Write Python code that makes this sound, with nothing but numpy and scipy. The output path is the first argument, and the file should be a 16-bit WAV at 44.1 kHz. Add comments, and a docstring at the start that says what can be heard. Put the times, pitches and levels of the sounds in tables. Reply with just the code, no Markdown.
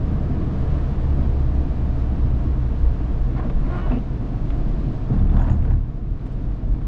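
"""Slowing car on a wet highway

Microphone in the cabin, just behind the windscreen, in light rain. The engine's boom sinks under
body rumble, tyre roar and spray; drops tick on the glass close by. The wipers rub and judder
through one sweep, then the tyres drum over a patch of transverse grooves that sets the cabin
trim rattling, and roll onto quieter asphalt."""
import sys
import numpy as np
from scipy import signal
from scipy.fft import rfft, irfft, next_fast_len
from scipy.io import wavfile
from scipy.ndimage import uniform_filter1d

SR = 44100
rng = np.random.default_rng(int(sys.argv[2]) if len(sys.argv) > 2 else 0)


def to_wav(sig):
    """Store sig (one row per channel, or 1-D mono) as 16-bit WAV at the path in sys.argv[1].

    Samples outside -1..1 are clipped; the rate is SR.
    """
    pcm = np.clip(np.atleast_2d(sig), -1, 1) * 32767
    pcm = np.round(pcm).astype(np.int16)
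    wavfile.write(sys.argv[1], SR, pcm.T)  # frames by channels


N = 302967

# the road from inside: body shake, cabin drone, tread roar, spray (frequency [Hz], relative level [dB])
SHAKE_COLOUR = [(5, -15.5), (14, -9), (22, -4.5), (26, -7), (35, 1.5), (46, -7), (60, -10), (80, -14.5),
                (110, -37), (250, -70.5)]
DRONE_COLOUR = [(40, -27), (70, -13.5), (98, -6.5), (122, 1.5), (145, -3.5), (170, -10), (205, -8.5),
                (230, -13), (260, -10.5), (310, -13), (390, -21.5), (600, -58)]
ROAR_COLOUR = [(250, -25), (380, -5.5), (440, 1.5), (485, 0.5), (560, -3), (720, -3), (800, -9.5),
               (920, -9.5), (1120, -10.5), (1400, -16.5), (1650, -17.5), (2000, -22), (3000, -30),
               (8000, -57.5)]
SPRAY_COLOUR = [(900, -24), (1900, -4.5), (2700, -3), (3800, -4.5), (5000, -9), (6800, -16), (8000, -21.5),
                (10000, -29.5), (12000, -45.5), (16000, -51)]
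# level changes on each stretch of road (start [s], shake [dB], drone [dB], roar [dB], spray [dB])
SURFACES = [(0, 2.5, 0, -1, 0.5), (5.21, 5, 1.5, -2.5, -3), (5.74, 1, -2.5, -6.5, -6),
            (6.17, -1, -2, -3.5, -3.5)]
# level lost as the car slows (shake [dB/s], drone [dB/s], roar [dB/s], spray [dB/s])
SLOWING_LOSS = [0.46, 0.49, 0.54, 0.17]
# bumps and coarse patches (time [s], rise [s], fall [s], shake lift [dB], drone lift [dB])
BUMPS = [(.3, .2, 0.31, -1.5, 2), (.72, 0.076, 0.061, 2.5, 0), (1.25, 0.31, 0.52, 2.5, 1.08),
         (2.22, 0.07, 0.31, 3, 3), (2.86, 0.043, 0.051, 9.5, -2), (3.24, 0.12, 0.09, 5, -1.5),
         (3.36, 0.052, 0.075, -2, 4), (3.56, 0.058, 0.12, 8, 0), (3.9, 0.066, 0.032, 7, 0),
         (4.25, 0.19, 0.16, -2, 0.5), (4.66, 0.23, 0.15, 5.5, 1.5), (4.9, 0.051, 0.018, 2, 6.5),
         (6.09, 0.016, 0.058, 6.5, 1.5), (6.45, 0.11, 0.069, 4.5, 2), (6.68, 0.026, 0.19, 8.5, 2)]
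# wetter stretches (time [s], rise [s], fall [s], spray lift [dB])
PUDDLES = [(.75, 0.36, 0.59, 2.5), (2.15, .45, .5, 1.06), (4.55, 0.26, .55, 1.5)]
# the engine's boom fades to a hum and returns at low revs (time [s], base level [dB])
BOOM = [(0, -24.5), (2.6, -24), (3.25, -25.5), (3.65, -32), (4.5, -31.5), (4.8, -36), (6.25, -39),
        (6.42, -27.5), (6.87, -28)]

# harmonics of the tyres drumming on grooves (multiple of the groove rate, relative level [dB])
DRUM_HARMONICS = [(1, 2.5), (2, -2), (3, -5.5), (5, -18.5)]
# one groove's knock (frequency [Hz], relative level [dB])
KNOCK_COLOUR = [(60, -27), (120, 3.5), (160, -3), (200, -0.5), (265, -8.5), (340, -22.5), (450, -20.5),
                (900, -41.5)]
# the hardest jolts of the suspension (time [s], relative peak [dB])
THUMPS = [(5.102, -10.5), (5.132, -12.5), (5.219, -21), (5.497, -17.5)]
# fits of chatter in the loose trim (time [s], rise [s], fall [s], level [dB])
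CHATTER_FITS = [(5.14, 0.062, 0.18, -41), (5.385, 0.08, 0.16, -35.5), (5.495, 0.047, 0.067, -39.5),
                (5.715, 0.06, 0.034, -41)]
# knocks of the loose trim, about one to a groove (time [s], relative peak [dB])
CLACKS = [(5.3188, -41), (5.3372, -36), (5.367, -31), (5.3916, -35), (5.4175, -32), (5.444, -37.5),
          (5.4699, -31.5), (5.4855, -34.5), (5.4984, -29.5), (5.516, -37), (5.6258, -39), (5.6516, -35),
          (5.6785, -38), (5.709, -36.5), (5.735, -42)]
# a trim panel and a dry tick of plastic (frequency [Hz], relative level [dB])
TRIM_COLOUR = [(250, -28), (450, 2), (700, 6.5), (950, 3), (1300, -3.5), (1650, -7.5), (2200, -20),
               (3400, -25), (4500, -29), (8000, -40), (12000, -57)]
CLACK_COLOUR = [(300, -14.5), (700, 4.5), (1600, 11.5), (2200, 0), (2850, 1), (3400, -7.5), (4500, -26),
                (8000, -28), (12000, -52)]
# touches of a small metal part (time [s], peak [dB])
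CHINKS = [(5.162, -62), (5.3973, -57), (5.419, -54), (5.4245, -59), (5.4975, -54), (5.505, -51),
          (5.5255, -53), (5.5498, -60), (5.658, -67), (5.7109, -70)]
# its modes (frequency [Hz], relative level [dB], t60 [s])
METAL_MODES = [(6400, -11, .018), (6620, -4, .022), (6800, 0, .036), (6960, -12, .04), (7300, -15, .018),
               (8200, -14, .022)]

# rubber sliding on wet glass (time [s], rise [s], fall [s], rub [dB], scrape [dB], swish [dB])
RUBS = [(3.382, 0.026, 0.015, -39, -40, -53), (3.4, 0.009, 0.009, -33, -34, -60),
        (3.43, 0.015, 0.05, -37, -45, -66), (3.76, 0.13, 0.079, -38, -41.5, -53.5),
        (3.87, 0.013, 0.024, -32, -53, -55), (3.92, 0.03, 0.053, -33.5, -42.5, -54)]
# the blades stick and slip
# (time [s], rise [s], fall [s], slip rate [Hz], glide [Hz/s], low groan [dB], bright rasp [dB])
JUDDERS = [(3.46, 0.018, 0.03, 228, 655, -28, -55), (3.742, 0.04, 0.034, 357, 100, -37.5, -38),
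           (3.79, 0.022, 0.023, 175, 60, -29.5, -37), (3.84, 0.044, 0.038, 371, 10.5, -48, -43.5),
           (3.925, 0.018, 0.026, 245.9, -600, -21, -46), (3.975, 0.013, 0.018, 250, 199, -22, -52)]
# the rubbing, the swept water, the blade's bulk, an arm's knock (frequency [Hz], relative level [dB])
RUB_COLOUR = [(120, -27), (250, 12), (450, 12.5), (700, 10.5), (820, 5.5), (1080, 1.5), (1400, -3),
              (1750, -10), (2200, -23.5), (3000, -32), (4500, -35), (8000, -48.5), (12000, -59.5)]
SWISH_COLOUR = [(1000, -11), (2100, 15), (3000, -1), (3900, 2.5), (5000, -7), (8000, -20), (12000, -32)]
BLADE_COLOUR = [(100, -15), (160, 7.5), (250, -0.5), (350, -4), (480, -13.5), (900, -40)]
ARM_COLOUR = [(150, -5), (300, 7.5), (700, 10), (1400, -8), (2200, -9), (3200, -16), (4800, -37),
              (9000, -54)]
# resonances of the pressed blade and of its edge (frequency [Hz], width [Hz], relative level [dB])
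SCRAPE_MODES = [(740, 130, 0.5), (1040, 92, 3.5), (1320, 67, -10), (1625, 38, -10.5)]
EDGE_MODES = [(478, 60, 2), (684, 90, 0), (1070, 110, 2), (1230, 80, -1), (1400, 110, -2), (1850, 60, -8),
              (2170, 110, -8), (2590, 60, -14), (2910, 60, -9), (3620, 80, -13)]
# what the windscreen passes of scrape and rasp (frequency [Hz], relative level [dB])
THROUGH_GLASS = [(200, -12), (400, 0), (1400, 0), (3000, -6), (6000, -28)]
# the edge sings as it judders and flips (time [s], rise [s], fall [s], pitch [Hz], level [dB])
SINGING = [(3.82, 0.1, 0.097, 2925, -59), (3.92, 0.003, 0.0045, 2634, -40.5)]
# the wiper arms knock as their load shifts (time [s], peak [dB])
ARM_KNOCKS = [(3.4993, -22.5), (3.9165, -25)]

# fat drops on the windscreen (time [s], peak [dB], tick pitch [Hz], tick t60 [s])
DROPS = [(3.4982, -31, 2950, 0.018), (3.8988, -34, 3100, .008), (4.504, -32, 3460, 0.017),
         (5.1944, -40, 3500, 0.022), (5.272, -39.5, 2500, .025), (5.297, -40, 3450, .025),
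         (5.369, -40.5, 3350, .025), (5.394, -37, 3330, .025), (6.194, -47, 4050, 0.03),
         (6.265, -40, 3500, 0.013), (6.328, -48, 1100, .012), (6.816, -44, 1500, .008)]
# thin splashes of water (time [s], peak [dB])
SPLASHES = [(3.265, -61), (3.747, -60), (6.245, -59), (6.305, -63)]
# a tap on the glass and a splash (frequency [Hz], relative level [dB])
GLASS_COLOUR = [(300, -8), (700, 5), (1600, 4), (2300, 0.5), (3400, -7), (4800, -25), (8000, -37),
                (12000, -54)]
SPLASH_COLOUR = [(2500, -11), (5000, 3), (8300, 0), (10000, -6), (12500, -19), (15000, -30)]
# cabin standing waves that cancel at the microphone (frequency [Hz], width [Hz], cancelled part [dB])
CABIN_NULLS = [(394.5, 19, -6.5), (515, 30, -3), (840, 21, -9.5), (1014, 38, -15.5), (2100, 100, -17.5)]


def road(shake_db=-25, drone_db=-26, roar_db=-38, spray_db=-61, wet_share=0.64):
    """Road texture shakes the body and drones all round the microphone; treads roar and throw spray."""
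    shake_change, drone_change, roar_change, spray_change = rolling()
    shake_lift, drone_lift = bumps()
    wet_lift = lift(PUDDLES)
    shake = amp(shake_db + shake_change + shake_lift) * steady(colour(hiss(), SHAKE_COLOUR), span=0.063)
    drone_gain = amp(drone_db + drone_change + drone_lift + 0.37 * wander(8.7))
    drone = drone_gain * steady(colour(hiss(), DRONE_COLOUR), span=0.11)
    roar_gain = amp(roar_db + roar_change + wet_share * wet_lift + 0.21 * wander(20))
    roar = roar_gain * unit(colour(hiss(), ROAR_COLOUR))
    spray_gain = amp(spray_db + spray_change + wet_lift + 0.6 * wander(14))
    spray = spray_gain * unit(colour(hiss(), SPRAY_COLOUR))
    return shake + drone + roar + spray


def rolling(blend_s=0.1):
    """Changes in dB of shake, drone, roar and spray with the surface and the falling speed."""
    starts, *columns = np.transpose(SURFACES)
    stretch = np.searchsorted(starts[1:], clock())
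    return [uniform_filter1d(db[stretch], int(blend_s * SR)) - loss * clock()
            for db, loss in zip(columns, SLOWING_LOSS)]


def bumps():
    """Decibels that the bumps add to the shake and to the drone."""
    s, rise, fall, *columns = np.transpose(BUMPS)
    return [lift(zip(s, rise, fall, db)) for db in columns]


def engine(start_hz=76.64, idle_hz=29.97, run_down_s=6.9, octave_db=-16, bump_share=0.66):
    """Up front, the firing booms into the cabin, swells on bumps and sinks as the car coasts."""
    t = clock()
    firing_hz = idle_hz + (start_hz - idle_hz) * np.exp(-t / run_down_s)
    angle = 2 * np.pi * cycles(firing_hz, jitter=0.009, jitter_hz=14)
    shake_lift, _ = bumps()
    db = np.interp(t, *np.transpose(BOOM)) + bump_share * shake_lift + 1.2 * wander(5.9)
    return amp(db) * unit(np.sin(angle) + amp(octave_db) * np.sin(2 * angle))


def grooves(start_s=5.086, end_s=5.78, attack_s=0.0146, groove_hz=38.97, sag_hz_per_s=2.52,
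            drum_db=-17, knock_db=-26.5, knock_hold_s=0.33, knock_fade_db_per_s=26.5):
    """Under the floor each groove kicks the tyres, which drum, knock and shake the trim."""
    since = clock() - start_s
    crossed = cycles((groove_hz - sag_hz_per_s * since) * (since > 0), jitter=0.006, jitter_hz=20.7)
    drum = np.zeros(N)
    for k, db in DRUM_HARMONICS:
        # front and rear axles drift in and out of step, so each harmonic wavers
        gain = amp(db + 1.8 * wander(8.3))
        drum += gain * np.sin(2 * np.pi * (k * crossed + rng.random()) + 0.24 * k * wander(19))
    kicks = clicks(crossed) * np.sqrt(SR / groove_hz) * amp(2 * wander(26))
    knocks = colour(kicks + 0.68 * hiss(), KNOCK_COLOUR)
    knock_gain = amp(knock_db - knock_fade_db_per_s * np.maximum(since - knock_hold_s, 0))
    tyres = amp(drum_db) * steady(drum, span=0.12) + knock_gain * steady(knocks, span=0.26)
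    return held(start_s + attack_s, end_s, rise=attack_s, fall=0.063) * tyres + trim(crossed)


def trim(crossed, decay_grooves=0.43):
    """Loose plastic near the microphone chatters, shaken anew by every groove crossed."""
    shaking = 1.4 + np.exp(-(crossed % 1) / decay_grooves)
    chatter = hiss() * shaking * amp(wander(150))
    return bursts(CHATTER_FITS) * unit(colour(chatter, TRIM_COLOUR))


def jolts(thump_db=-2, clack_db=2):
    """The suspension thumps below; loose plastic and metal knock about in the cabin."""
    thumps = strikes(THUMPS, lambda: tap(KNOCK_COLOUR, t60=0.11, scatter=0.064))
    return amp(thump_db) * thumps + amp(clack_db) * strikes(CLACKS, clack) + strikes(CHINKS, chink)


def clack():
    """A dry tick of plastic and the duller ring of the panel that it strikes."""
    tick = tap(CLACK_COLOUR, t60=0.012, scatter=0.16)
    panel = tap(TRIM_COLOUR, t60=0.04, scatter=0.4)
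    return tick / abs(tick).max() + panel / abs(panel).max()


def chink(uneven_db=2, attack_s=0.00065):
    """A small metal part rings briefly, a little differently at each touch."""
    t = np.arange(SR // 8) / SR
    tone = np.zeros(len(t))
    for hz, db, t60 in METAL_MODES:
        envelope = amp(db + uneven_db * rng.standard_normal()) * 0.0011 ** (t / t60)
        tone += envelope * np.sin(2 * np.pi * (hz * t + rng.random()))
    return tone * (1 - np.exp(-t / attack_s))


def wipers():
    """Just beyond the glass, rubber rubs, scrapes under load and sweeps water aside; the arms knock."""
    s, rise, fall, *columns = np.transpose(RUBS)
    rub_gain, scrape_gain, swish_gain = [bursts(zip(s, rise, fall, db)) for db in columns]
    grit = hiss() * amp(2.2 * wander(70))
    rub = rub_gain * unit(colour(grit, RUB_COLOUR))
    scrape = scrape_gain * steady(colour(ring(hiss(), SCRAPE_MODES), THROUGH_GLASS), span=0.015)
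    water = hiss() * amp(2.6 * wander(150))
    swish = swish_gain * unit(colour(water, SWISH_COLOUR))
    blades = sum(judder(*row) for row in JUDDERS) + sum(singing(*row) for row in SINGING)
    knocks = strikes(ARM_KNOCKS, lambda: tap(ARM_COLOUR, t60=0.037, scatter=0.13))
    return rub + scrape + swish + blades + squeak() + knocks


def judder(s, rise, fall, hz, glide, groan_db, rasp_db):
    """The rubber grips and slips; each slip kicks both the blade's bulk and its edge."""
    slip_hz = np.clip(hz + glide * (clock() - s), hz / 2, 2 * hz)
    kicks = clicks(cycles(slip_hz, jitter=0.003, jitter_hz=70))
    slips = unit(kicks - slip_hz / SR) + 0.3 * hiss()  # kicks centred on zero, plus friction noise
    groan = steady(colour(slips, BLADE_COLOUR), span=0.1)
    rasp = steady(colour(ring(slips, EDGE_MODES), THROUGH_GLASS), span=0.1)
    return swell(s, rise, fall) * (amp(groan_db) * groan + amp(rasp_db) * rasp)


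def singing(s, rise, fall, hz, db):
    """A thin, wavering ring of the blade's edge."""
    tone = np.sin(2 * np.pi * cycles(hz, jitter=0.02, jitter_hz=300))
    return amp(db) * swell(s, rise, fall) * unit(tone)


def squeak(start_s=3.917, length_s=0.072, pitch_hz=2590, rise_hz=380, slip_hz=245,
           level_db=-51, fade_db_per_s=26):
    """The rubber squeaks as it turns round, chopped by its slips and rising in pitch at the end."""
    since = np.clip(clock() - start_s, 0, length_s)
    hz = pitch_hz + rise_hz * (since / length_s) ** 4
    tone = np.sin(2 * np.pi * cycles(hz, jitter=0.012, jitter_hz=288))
    chop = (1 + 0.96 * np.sin(2 * np.pi * slip_hz * since)) * amp(2 * wander(120))
    envelope = held(start_s, start_s + length_s, rise=0.005, fall=0.008)
    return amp(level_db - fade_db_per_s * since) * envelope * tone * chop


def rain(patter_db=-79, drops_per_s=30):
    """A few fat drops tick on the windscreen, close up, among many faint ones; water fizzes past."""
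    fat_drops = sum(strikes([(s, db)], lambda: drop(hz, t60)) for s, db, hz, t60 in DROPS)
    sizes = amp(3.3 * np.minimum(rng.exponential(1, N), 3))
    landings = rng.random(N) < drops_per_s / SR
    patter = amp(patter_db) * unit(colour(sizes * landings, GLASS_COLOUR))
    puff = signal.windows.hann(SR // 22)
    splashes = strikes(SPLASHES, lambda: colour(puff * rng.standard_normal(len(puff)), SPLASH_COLOUR))
    return fat_drops + patter + splashes


def drop(hz, t60, attack_s=0.00036):
    """A drop lands on the glass: a dry tap with a trace of pitch."""
    body = tap(GLASS_COLOUR, t60=0.037, scatter=0.14)
    t = np.arange(len(body)) / SR
    tick = np.sin(2 * np.pi * hz * t) * 1e-3 ** (t / t60) * (1 - np.exp(-t / attack_s))
    return body / abs(body).max() + 0.4 * tick


def tap(spectrum, t60, scatter):
    """A click and its quickly dying scatter in a panel."""
    t = np.arange(SR // 10) / SR
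    burst = scatter * rng.standard_normal(len(t)) * 0.0015 ** (t / t60)
    burst[0] += 1
    return colour(burst, spectrum)


def strikes(rows, blow):
    """Places a fresh blow() at every (time [s], peak [dB])."""
    track = np.zeros(N)
    for s, db in rows:
        sound, rest = blow(), track[round(s * SR):]
        rest[:len(sound)] += (amp(db) * sound / abs(sound).max())[:len(rest)]
    return track


def ring(x, modes):
    """Passes x through parallel resonances (frequency [Hz], width [Hz], level [dB])."""
    return sum(amp(db) * signal.lfilter(*signal.iirpeak(hz, hz / width, SR), x)
               for hz, width, db in modes)


def colour(x, spectrum):
    """Causal filter through the points (frequency [Hz], level [dB]), rolling off above the last."""
    hz, db = np.transpose(spectrum)
    size = next_fast_len(len(x) + 8192, True) // 2 * 2
    log_hz = np.log(np.fft.rfftfreq(size, 1 / SR) + 1)
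    beyond = np.maximum(log_hz - np.log(hz[-1]), 0)
    gain_db = np.maximum(np.interp(log_hz, np.log(hz), db) - 40 * beyond, -110)
    # minimum phase: nothing rings ahead of a blow
    cepstrum = irfft(np.log(amp(gain_db)))
    cepstrum[1:size // 2] *= 2
    cepstrum[size // 2 + 1:] = 0
    return irfft(rfft(x, size) * np.exp(rfft(cepstrum)))[:len(x)]


def held(start, end, rise, fall):
    """Envelope that rises to 1 at start, holds until end and dies away."""
    t = clock()
    early, late = np.minimum(t - start, 0) / rise, np.maximum(t - end, 0) / fall
    return np.exp(-np.minimum(early ** 2 + late ** 2, 50))


def swell(s, rise, fall):
    """Envelope that peaks at 1 at time s."""
    return held(s, s, rise, fall)


def lift(rows):
    """Decibels added by swells (time [s], rise [s], fall [s], lift [dB])."""
    return sum(db * swell(s, rise, fall) for s, rise, fall, db in rows)


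def bursts(rows):
    """Gain of overlapping bursts (time [s], rise [s], fall [s], level [dB]), summed by power."""
    return np.sqrt(sum((amp(db) * swell(s, rise, fall)) ** 2 for s, rise, fall, db in rows))


def cycles(hz, jitter, jitter_hz):
    """Running count of cycles of a slightly uneven rate."""
    return np.cumsum(hz * (1 + jitter * wander(jitter_hz))) / SR


def clicks(turns):
    """One click for each whole cycle."""
    return np.diff(np.floor(turns), prepend=0)


def wander(rate_hz):
    """Random drift, mostly slower than rate_hz, rms 1."""
    return unit(irfft(rfft(hiss()) / (1 + (np.fft.rfftfreq(N, 1 / SR) / rate_hz) ** 4), N))


def steady(x, span):
    """Evens out swells longer than span seconds, leaving rms near 1."""
    size = max(int(span * SR), 8)
    power = uniform_filter1d(uniform_filter1d(x ** 2, size), size)
    return x / np.sqrt(abs(power) + 1e-12)


def hiss():
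    """White noise."""
    return rng.standard_normal(N)


def clock():
    """The time of every sample in seconds."""
    return np.arange(N) / SR


def amp(db):
    """Decibels to gain."""
    return 10 ** (np.asarray(db) / 20)


def unit(x):
    """Scales to rms 1."""
    return x / np.sqrt(np.mean(x ** 2) + 1e-20)


def scene():
    """Everything at one microphone behind the windscreen, notched by the cabin's standing waves."""
    cabin = road() + engine() + grooves() + jolts() + wipers() + rain()
    return (cabin - ring(cabin, CABIN_NULLS))[None]


def record(dry):
    """The recorder cuts the treble above 15.7 kHz."""
    low_pass = signal.firwin(511, 15700, window=("kaiser", 9), fs=SR)
    return signal.oaconvolve(dry, low_pass[None], "same")


dry = scene()
out = record(dry)
to_wav(out)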